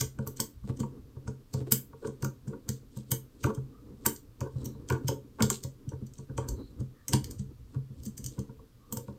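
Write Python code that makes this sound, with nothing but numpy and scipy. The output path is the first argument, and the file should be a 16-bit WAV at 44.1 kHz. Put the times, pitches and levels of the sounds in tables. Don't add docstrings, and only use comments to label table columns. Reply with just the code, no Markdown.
import sys
import numpy as np
from scipy import signal
from scipy.fft import rfft, irfft, next_fast_len
from scipy.io import wavfile
from scipy.ndimage import map_coordinates

SR = 44100
rng = np.random.default_rng(int(sys.argv[2]) if len(sys.argv) > 2 else 0)


def persist_wave(psi):
    counts = np.round(np.clip(psi, -1, 1) * 32767).astype(np.int16)
    wavfile.write(sys.argv[1], SR, np.atleast_2d(counts).T)


N = 404838
LIFE = SR // 4
FIRM_KNOCK_DB = -37

# time in seconds, level of the middle modes in dB,
# brightness (highest modes over middle ones) in dB, slip before the blow in dB.
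CLICKS = [(.007, -31.5, -7, 6), (0.188, -62.5, -18, -16), (0.274, -49, 5, -5), (0.372, -51.5, -11, 6),
          (0.4013, -32, -4.5, -19), (0.775, -61, -16, 19), (0.802, -48, -11, 0), (1.278, -54.5, -27, -8),
          (1.5388, -47.5, -9, -2), (1.7215, -27, 4, -7.5), (2.0726, -52.5, -17, 2),
          (2.2235, -49.5, -7, -17), (2.2457, -43.5, -4.5, -7.5), (2.4813, -59.5, -15, 4.5),
          (2.69, -38.5, -7, -10.5), (2.975, -57, -4, 27), (3.1173, -34, 2.5, -3), (3.44, -44.5, -6, 2.5),
          (3.465, -53.5, -8.5, 12), (3.549, -56, -9, -3), (4.0622, -28, 0.5, -9.5), (4.162, -52.5, -20, -3),
          (4.406, -50.5, -9, -23.5), (4.645, -57.5, -5, -7), (4.66, -47, -2, 11), (4.888, -50, -19, -4),
          (4.9, -47, -4, -13), (4.924, -50.5, -8.5, -6.5), (5.0828, -36, -6, -2), (5.407, -53.5, -9, 4.5),
          (5.423, -31, -9, -23), (5.501, -29.5, -10, -17), (5.6372, -45.5, -8, -2), (5.8907, -56, -21, -10),
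          (6.067, -63, -8, -7), (6.1365, -61, -13, -17), (6.1874, -56, -27, 20), (6.378, -45.5, -18, -7),
          (6.4869, -43, -7, -11), (6.806, -62.5, -16, 9), (7.0818, -36.5, -8.5, -24.5),
          (7.1339, -32, -10, -5), (7.243, -48, -6, -14), (7.3103, -50, -5.5, -2), (7.3951, -55.5, -27.5, 4),
          (8.0347, -59, -3, -1.5), (8.054, -55, 0.5, -1), (8.063, -49.5, -15, -1), (8.1803, -47, -7.5, 3),
          (8.242, -47, -6, -13), (8.2623, -41.5, -10, -14), (8.391, -53.5, -10, -17.5),
          (8.9247, -41.5, -0.5, -18), (8.971, -45, -2.5, -7)]
# time in seconds, thud of the bench in dB,
# hardness (lock body over bench) in dB, twist (vise arm over bench) in dB.
KNOCKS = [(.01, -34, -13.5, -34), (.188, -34, -16.5, -4), (0.268, -40.5, -10, -9.5), (0.396, -40, -5, -1),
          (0.637, -44, -23, 0), (.693, -32.5, -25.5, -10), (0.802, -34.5, -23, -1.5), (0.833, -53.5, 8, 11),
          (1.165, -42.5, -23.5, -24), (1.275, -36.5, -14.5, -7.5), (1.541, -31, -20, -12),
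          (1.572, -40, -27, -10), (1.609, -38, -31, -20), (1.717, -33.5, -12.5, -1.5),
          (1.931, -52.5, -4.5, -7.5), (2.047, -46, -3.5, -4), (2.074, -40, -13.5, -5),
          (2.227, -31.5, -17, -10.5), (2.247, -44.5, 1, 7), (2.474, -37, -28.5, -5),
          (2.533, -58.5, 3.5, -2), (2.687, -34.5, -21, -4.5), (2.967, -40.5, -22, -3),
          (3.117, -31.5, -17, -11.5), (3.442, -27, -9.5, -28), (3.477, -37.5, -12, 2.5),
          (3.575, -34, -26, -24), (3.915, -51, -26, 1), (4.059, -39, 4.5, 1.5), (4.411, -34, -13, -13),
          (4.556, -34, -33, -20), (4.658, -41, -21, -2.5), (4.747, -45, -21.5, -9.5),
          (4.903, -30, -5.5, -14), (4.926, -36, -7.5, -14), (5.044, -32, -37, -32),
          (5.086, -29.5, -11.5, -21.5), (5.406, -37, -0.5, 9.5), (5.424, -26, -20, -7),
          (5.502, -44, 3.5, 2), (5.644, -36.5, -23, -16.5), (5.876, -38, -42, -13.5),
          (5.931, -37.5, -23.5, -23), (6.019, -40.5, -43.5, -2.5), (6.188, -43.5, -20, -8.5),
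          (6.296, -40, -22, -21), (6.38, -33, -7, -32), (6.484, -48, -7.5, -5), (6.519, -48.5, -30, -18),
          (6.807, -34.5, -36, -8.5), (7.09, -44.5, -16.5, -9), (7.133, -24, -12, -6.5),
          (7.394, -38, -38, -2.5), (7.76, -31.5, -44, -18), (7.902, -45.5, -34, -8.5),
          (8.064, -44, -45, 5.5), (8.19, -45.5, -56, -5), (8.253, -42.5, -37, -12),
          (8.383, -35.5, -20, -4.5), (8.492, -48.5, -14, -4.5), (8.591, -63, -2, -26),
          (8.923, -45.5, -6.5, 4.5), (8.969, -39.5, -12, -12), (9.081, -43, -12, -2)]
# frequency in Hz, width in Hz, relative level in dB.
VISE = [(293, 18, -3), (369.8, 28, -1.5), (427.7, 35, 0.5), (441.8, 29, 6), (545, 24, -7.5)]
# frequency in Hz, width in Hz, relative level in dB.
LOCK = [(757, 79, -2.5), (795, 40, -0.5), (928, 34, 12.5), (1018, 130, 4.5), (1131.6, 55, 7), (1437, 72, 4),
        (1556, 110, -2), (1960, 230, -13)]


def amp(db):
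    return 10 ** (np.asarray(db) / 20)


def unit(x):
    return x / np.sqrt(np.mean(x ** 2) + 1e-20)


def along(points, hz):
    f, v = np.transpose(points)
    return np.interp(np.log(hz + 1), np.log(f + 1), v)


def wobble(rate):
    knots = rng.standard_normal(int(N * rate / SR) + 4)
    return map_coordinates(knots, [np.arange(N) * rate / SR])


def filtered(x, response):
    m = next_fast_len(len(x) + SR // 10)
    hz = np.fft.rfftfreq(m, 1 / SR)
    return irfft(rfft(x, m) * response(hz), m)[:len(x)]


def coloured(x, spectrum):
    return unit(filtered(x, lambda hz: amp(along(spectrum, hz))))


def within(x, lo_hz, hi_hz, order=3):
    band = [lo_hz, min(hi_hz, SR / 2 - 100)]
    return signal.sosfilt(signal.butter(order, band, "bandpass", fs=SR, output="sos"), x)


def add(track, s, x):
    part = track[max(0, round(s * SR)):][:len(x)]
    part += x[:len(part)]


def curves(rows):
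    s, *columns = np.transpose(rows)
    return [np.interp(np.arange(N) / SR, s, c) for c in columns]


def swells(events, attack, release):
    t = np.arange(0, N, 128) / SR
    s, db = np.transpose(events)[:, :, None]
    gains = amp(db) * np.exp(np.minimum((t - s) / attack, (s - t) / release))
    return np.interp(np.arange(N) / SR, t, np.linalg.norm(gains, axis=0))


def ring(drive, modes, scatter_db, detune):
    moved = []
    for centre, width, db in modes:
        shift, scatter = rng.standard_normal(2)
        moved.append((centre * (1 + detune * shift), width, amp(db + scatter_db * scatter)))

    def response(f):
        total = 0
        for k, (c, w, gain) in enumerate(moved):
            sign = (-1) ** k
            total = total + sign * gain * 1j * f * w / (c * c - f * f + 1j * f * w)
        return total

    return filtered(drive, response)


def room(wet_db, build):
    # frequency in Hz, time to fall by 60 dB in seconds.
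    decay = [(120, 0.29), (500, 0.24), (1500, 0.21), (4000, 0.19), (8000, 0.19), (15000, 0.24)]
    hz, t, z = signal.stft(rng.standard_normal(LIFE), SR, nperseg=256)
    fade = amp(-60 * t / along(decay, hz)[:, None]) * (1 - np.exp(-t / build))
    tail = signal.istft(z * fade, SR, nperseg=256)[1][:LIFE]
    return signal.unit_impulse(LIFE) + amp(wet_db) * tail / np.linalg.norm(tail)


def heard(x, space, db, first):
    x = signal.fftconvolve(x, space)[:LIFE]
    return amp(db) * x / np.sqrt(np.mean(x[:int(first * SR)] ** 2) + 1e-20)


def chatter(lead, settle, slip_db, spiky):
    slip_s, snap_s = .005, .0008
    snap_db = 4
    t = np.arange(LIFE) / SR - lead
    slip = amp(slip_db) * np.exp(-abs(t) / slip_s)
    blow = amp(snap_db) * np.exp(-abs(t) / snap_s) + np.exp(-abs(t) / settle)
    impacts = rng.standard_normal(LIFE) * np.exp(spiky * rng.standard_normal(LIFE))
    return np.where(t < 0, slip, blow) * np.tanh(unit(impacts) / 2)


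def background(hum_hz=120, hum_db=-67):
    # frequency in Hz, relative density in dB per Hz.
    air = [(12, -45.5), (20, 6.5), (123, -17), (172, -10), (270, -11), (337, -20), (459, -19.5), (802, -29),
           (1150, -25.5), (1960, -32.5), (4670, -32), (9670, -38), (14300, -34), (16000, -42)]
    air_db = -61.5
    sine = np.sqrt(2) * np.sin(2 * np.pi * hum_hz * np.arange(N) / SR)
    hum = amp(hum_db + 1.5 * wobble(9)) * sine
    return hum + amp(air_db) * coloured(rng.standard_normal(N), air)


def sliding():
    # time in seconds, rumble of the hands in dB, rub of the skin in dB,
    # both before the rest offsets below.
    grip = [(0.0, -41, -73), (0.28, -74, -47), (0.64, -50, -70.5), (0.82, -52, -45.5), (1.51, -64, -65),
            (1.74, -63, -55.5), (3.35, -59.5, -58.5), (3.94, -57, -51), (4.45, -62, -64),
            (4.58, -48.5, -44.5), (6.16, -63.5, -62), (6.52, -41.5, -43.5), (7.03, -67, -63),
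            (7.29, -43.5, -45), (7.52, -56.5, -65), (8.28, -47, -48), (8.69, -64, -64.5), (9.18, -65, -49)]
    # frequency in Hz, relative density in dB per Hz.
    rumble_spectrum = [(20, -32), (50, 2), (90, -2), (130, -3), (175, -18.5), (300, -35.5), (1000, -89)]
    rub_spectrum = [(100, -28), (180, -9), (270, 1.5), (340, -8), (480, -9), (650, -31), (1100, -28),
                    (2200, -48.5), (5000, -56.5)]
    scrape_spectrum = [(1200, -30.5), (3000, -0.5), (4200, 4), (6200, -1), (8400, 5), (9500, -12),
                       (11000, -13), (14500, -20.5), (16000, -22.5)]
    # time in seconds, level in dB.
    separate_drags = [(.23, -66), (.68, -66.5), (1.57, -60), (2.05, -63), (2.75, -67.5), (2.98, -59),
                      (3.42, -61), (4.59, -61.5), (5.06, -69), (5.53, -44.5), (6.69, -72), (7.39, -67),
                      (7.74, -68.5), (8.0, -68), (8.33, -59.5), (9.08, -69.5)]
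    rumble_rest_db, rub_rest_db = 2.5, -2
    rumble_stroke_db, rub_stroke_db = -52.5, -48
    lean_follows = 1
    firm_click_db, firm_drag_db = -45, -69
    drag_follows, drag_slips = .55, .3

    rumble_db, rub_db = curves(grip)
    strokes = [(s, lean_follows * (db - FIRM_KNOCK_DB)) for s, db, *_ in KNOCKS]
    lean = swells(strokes, attack=.018, release=.042)
    click_drags = []
    for s, db, _, slip_db in CLICKS:
        drag_db = firm_drag_db + drag_follows * (db - firm_click_db) + drag_slips * slip_db
        click_drags.append((s, drag_db))
    drag = swells([*separate_drags, *click_drags], attack=.032, release=.045)

    def lumps(spectrum):
        return coloured(rng.standard_normal(N) * amp(4.5 * wobble(25)), spectrum)

    rumble_gain = np.hypot(amp(rumble_db + rumble_rest_db), amp(rumble_stroke_db) * lean)
    rub_gain = np.hypot(amp(rub_db + rub_rest_db), amp(rub_stroke_db) * lean)
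    hands = rumble_gain * lumps(rumble_spectrum) + rub_gain * lumps(rub_spectrum)
    grains = rng.standard_normal(N) * amp(4 * wobble(400) + 3 * wobble(50))
    return hands + drag * coloured(grains, scrape_spectrum)


def clicks():
    # frequency in Hz, width in Hz, relative level in dB.
    steel_modes = [(1480, 100, -11), (2800, 630, -3), (3105, 280, 2.5), (3630, 83, -25.5), (4640, 350, -4),
                   (4420, 350, 6.5), (5930, 610, -10), (5860, 530, 2), (6760, 1700, 0), (6900, 120, 2),
                   (8430, 1700, 0), (8650, 340, -1), (10300, 370, -6.5), (13880, 280, -10.5),
                   (13400, 290, -15.5), (14200, 210, 6), (14670, 100, -30), (15100, 140, -10)]
    clack_crack_db = -3.5
    firm_clack_db, clack_grows = -11, .56
    lead, first = .012, .021
    out = np.zeros(N)
    for s, db, bright_db, slip_db in CLICKS:
        thud_db = min(KNOCKS, key=lambda stroke: abs(stroke[0] - s))[1]
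        clack_db = db + firm_clack_db + clack_grows * (thud_db - FIRM_KNOCK_DB)
        drive = chatter(lead, settle=.0058, slip_db=slip_db, spiky=.67)
        modes = ring(drive, steel_modes, scatter_db=3, detune=.013)
        steel = modes + amp(-16) * drive
        shaft = within(modes + amp(clack_crack_db) * drive, 1500, 5000)
        clack = heard(shaft, room(wet_db=-3.5, build=.005), clack_db, first)
        click = heard(within(steel, 5000, 9000, order=5), room(wet_db=-6, build=.005), db, first)
        highest = within(steel, 11500, 16300, order=3)
        tick = heard(highest, room(wet_db=-9, build=.005), db + bright_db, first)
        add(out, s - lead, clack + click + tick)
    return out


def knocks():
    # frequency in Hz, width in Hz, relative level in dB.
    arm_modes = [(197.8, 17, -5.5), (220.3, 14.8, 1)]
    bench_modes = [(84, 17, -12), (130.86, 8.4, 1.5)]
    lock_top_hz = 2600
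    firm_crack_db, crack_grows = -17.5, .25
    firm_jaw_db, jaw_follows, jaw_hardens = -37.5, .88, .61
    lead, short, long = .012, .032, .05
    out, t = np.zeros(N), np.arange(LIFE) / SR
    jolt = signal.unit_impulse(LIFE)
    for s, db, hard_db, twist_db in KNOCKS:
        lock_db = db + hard_db
        crack_db = lock_db + firm_crack_db + crack_grows * (lock_db - FIRM_KNOCK_DB)
        jaw_db = firm_jaw_db + jaw_follows * (db - FIRM_KNOCK_DB) + jaw_hardens * hard_db
        soft = np.clip(-lock_db / 42, 1, 2)

        contact = chatter(lead, settle=.0017 * soft, slip_db=-8, spiky=.13)
        body = ring(contact, LOCK, scatter_db=2.5, detune=.01) + amp(-14) * contact
        lock = within(body, 660, lock_top_hz / soft)
        crack = within(contact, 1500, 2500, order=2)
        space = room(wet_db=-7.5, build=.0036)
        add(out, s - lead, heard(lock, space, lock_db, short) + heard(crack, space, crack_db, short))

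        rise = .0035 * soft
        push = rng.standard_normal(LIFE) * t / rise * np.exp(-t / rise)
        jaw = within(ring(push, VISE, scatter_db=2.5, detune=.015) + amp(-18) * push, 255, 600)
        add(out, s, heard(jaw, room(wet_db=-4, build=.0051), jaw_db, long))

        arm = within(ring(jolt, arm_modes, scatter_db=3, detune=.015), 160, 290, order=2)
        bench = within(ring(jolt, bench_modes, scatter_db=3, detune=.015), 62, 190, order=2)
        space = room(wet_db=-13.5, build=.01)
        add(out, s - .002, heard(arm, space, db + twist_db, long) + heard(bench, space, db, long))
    return out


def grinds():
    # start in seconds, length in seconds,
    # lock body level in dB, vise level in dB.
    binding_pins = [(0.671, 0.041, -63, -44.5), (0.795, 0.032, -66, -52), (1.576, 0.058, -72, -46),
                    (1.663, 0.023, -70.5, -43), (2.01, 0.1, -57.5, -39), (2.263, 0.036, -63, -72),
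                    (2.476, 0.099, -67.5, -46.5), (3.454, 0.063, -41, -37), (4.426, 0.061, -53, -44),
                    (4.914, 0.066, -48, -64.5), (5.092, 0.032, -52, -37), (5.382, 0.067, -41, -41.5),
                    (5.901, 0.049, -60, -47.5), (6.384, 0.11, -56.5, -59), (6.469, 0.12, -68, -52.5),
                    (7.724, 0.046, -61.5, -56), (8.368, 0.037, -66, -47)]
    slip_rate = 600
    out = np.zeros(N)
    for s, length, lock_db, vise_db in binding_pins:
        swell = np.sin(np.pi * np.minimum(np.arange(LIFE) / SR / length, 1))
        slips = (rng.random(LIFE) < slip_rate / SR) * rng.standard_normal(LIFE) * swell
        grit = amp(-13.5) * within(slips, 600, 2100, order=2)
        lock = within(ring(slips, LOCK, scatter_db=2, detune=.01), 600, 1500, order=1) + grit
        vise = ring(slips, VISE, scatter_db=2, detune=.02)
        space = room(wet_db=-10, build=.008)
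        add(out, s, heard(lock, space, lock_db, length) + heard(vise, space, vise_db, length))
    return out


def squeaks(width=0.051):
    # start in seconds, length in seconds,
    # pitch in Hz, level in dB.
    sung_slides = [(3.721, 0.11, 1215, -65.5), (4.538, 0.27, 4000, -72), (6.525, 0.21, 4080, -68),
                   (6.915, 0.19, 1210, -74), (6.93, 0.14, 1805, -71.5), (8.78, 0.26, 1160, -66.5)]
    out = np.zeros(N)
    for s, length, hz, db in sung_slides:
        count = int(length * SR)
        noise = rng.standard_normal(count)
        band = unit(within(noise, hz / (1 + width), hz * (1 + width), order=2))
        add(out, s, amp(db) * np.sqrt(np.hanning(count)) * band)
    return out


def scene():
    return (background() + sliding() + clicks() + knocks() + grinds() + squeaks())[None]


def record(dry):
    top_hz = 15900
    return np.array([filtered(x, lambda hz: 1 / (1 + (hz / top_hz) ** 120)) for x in dry])


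dry = scene()
out = record(dry)
persist_wave(out)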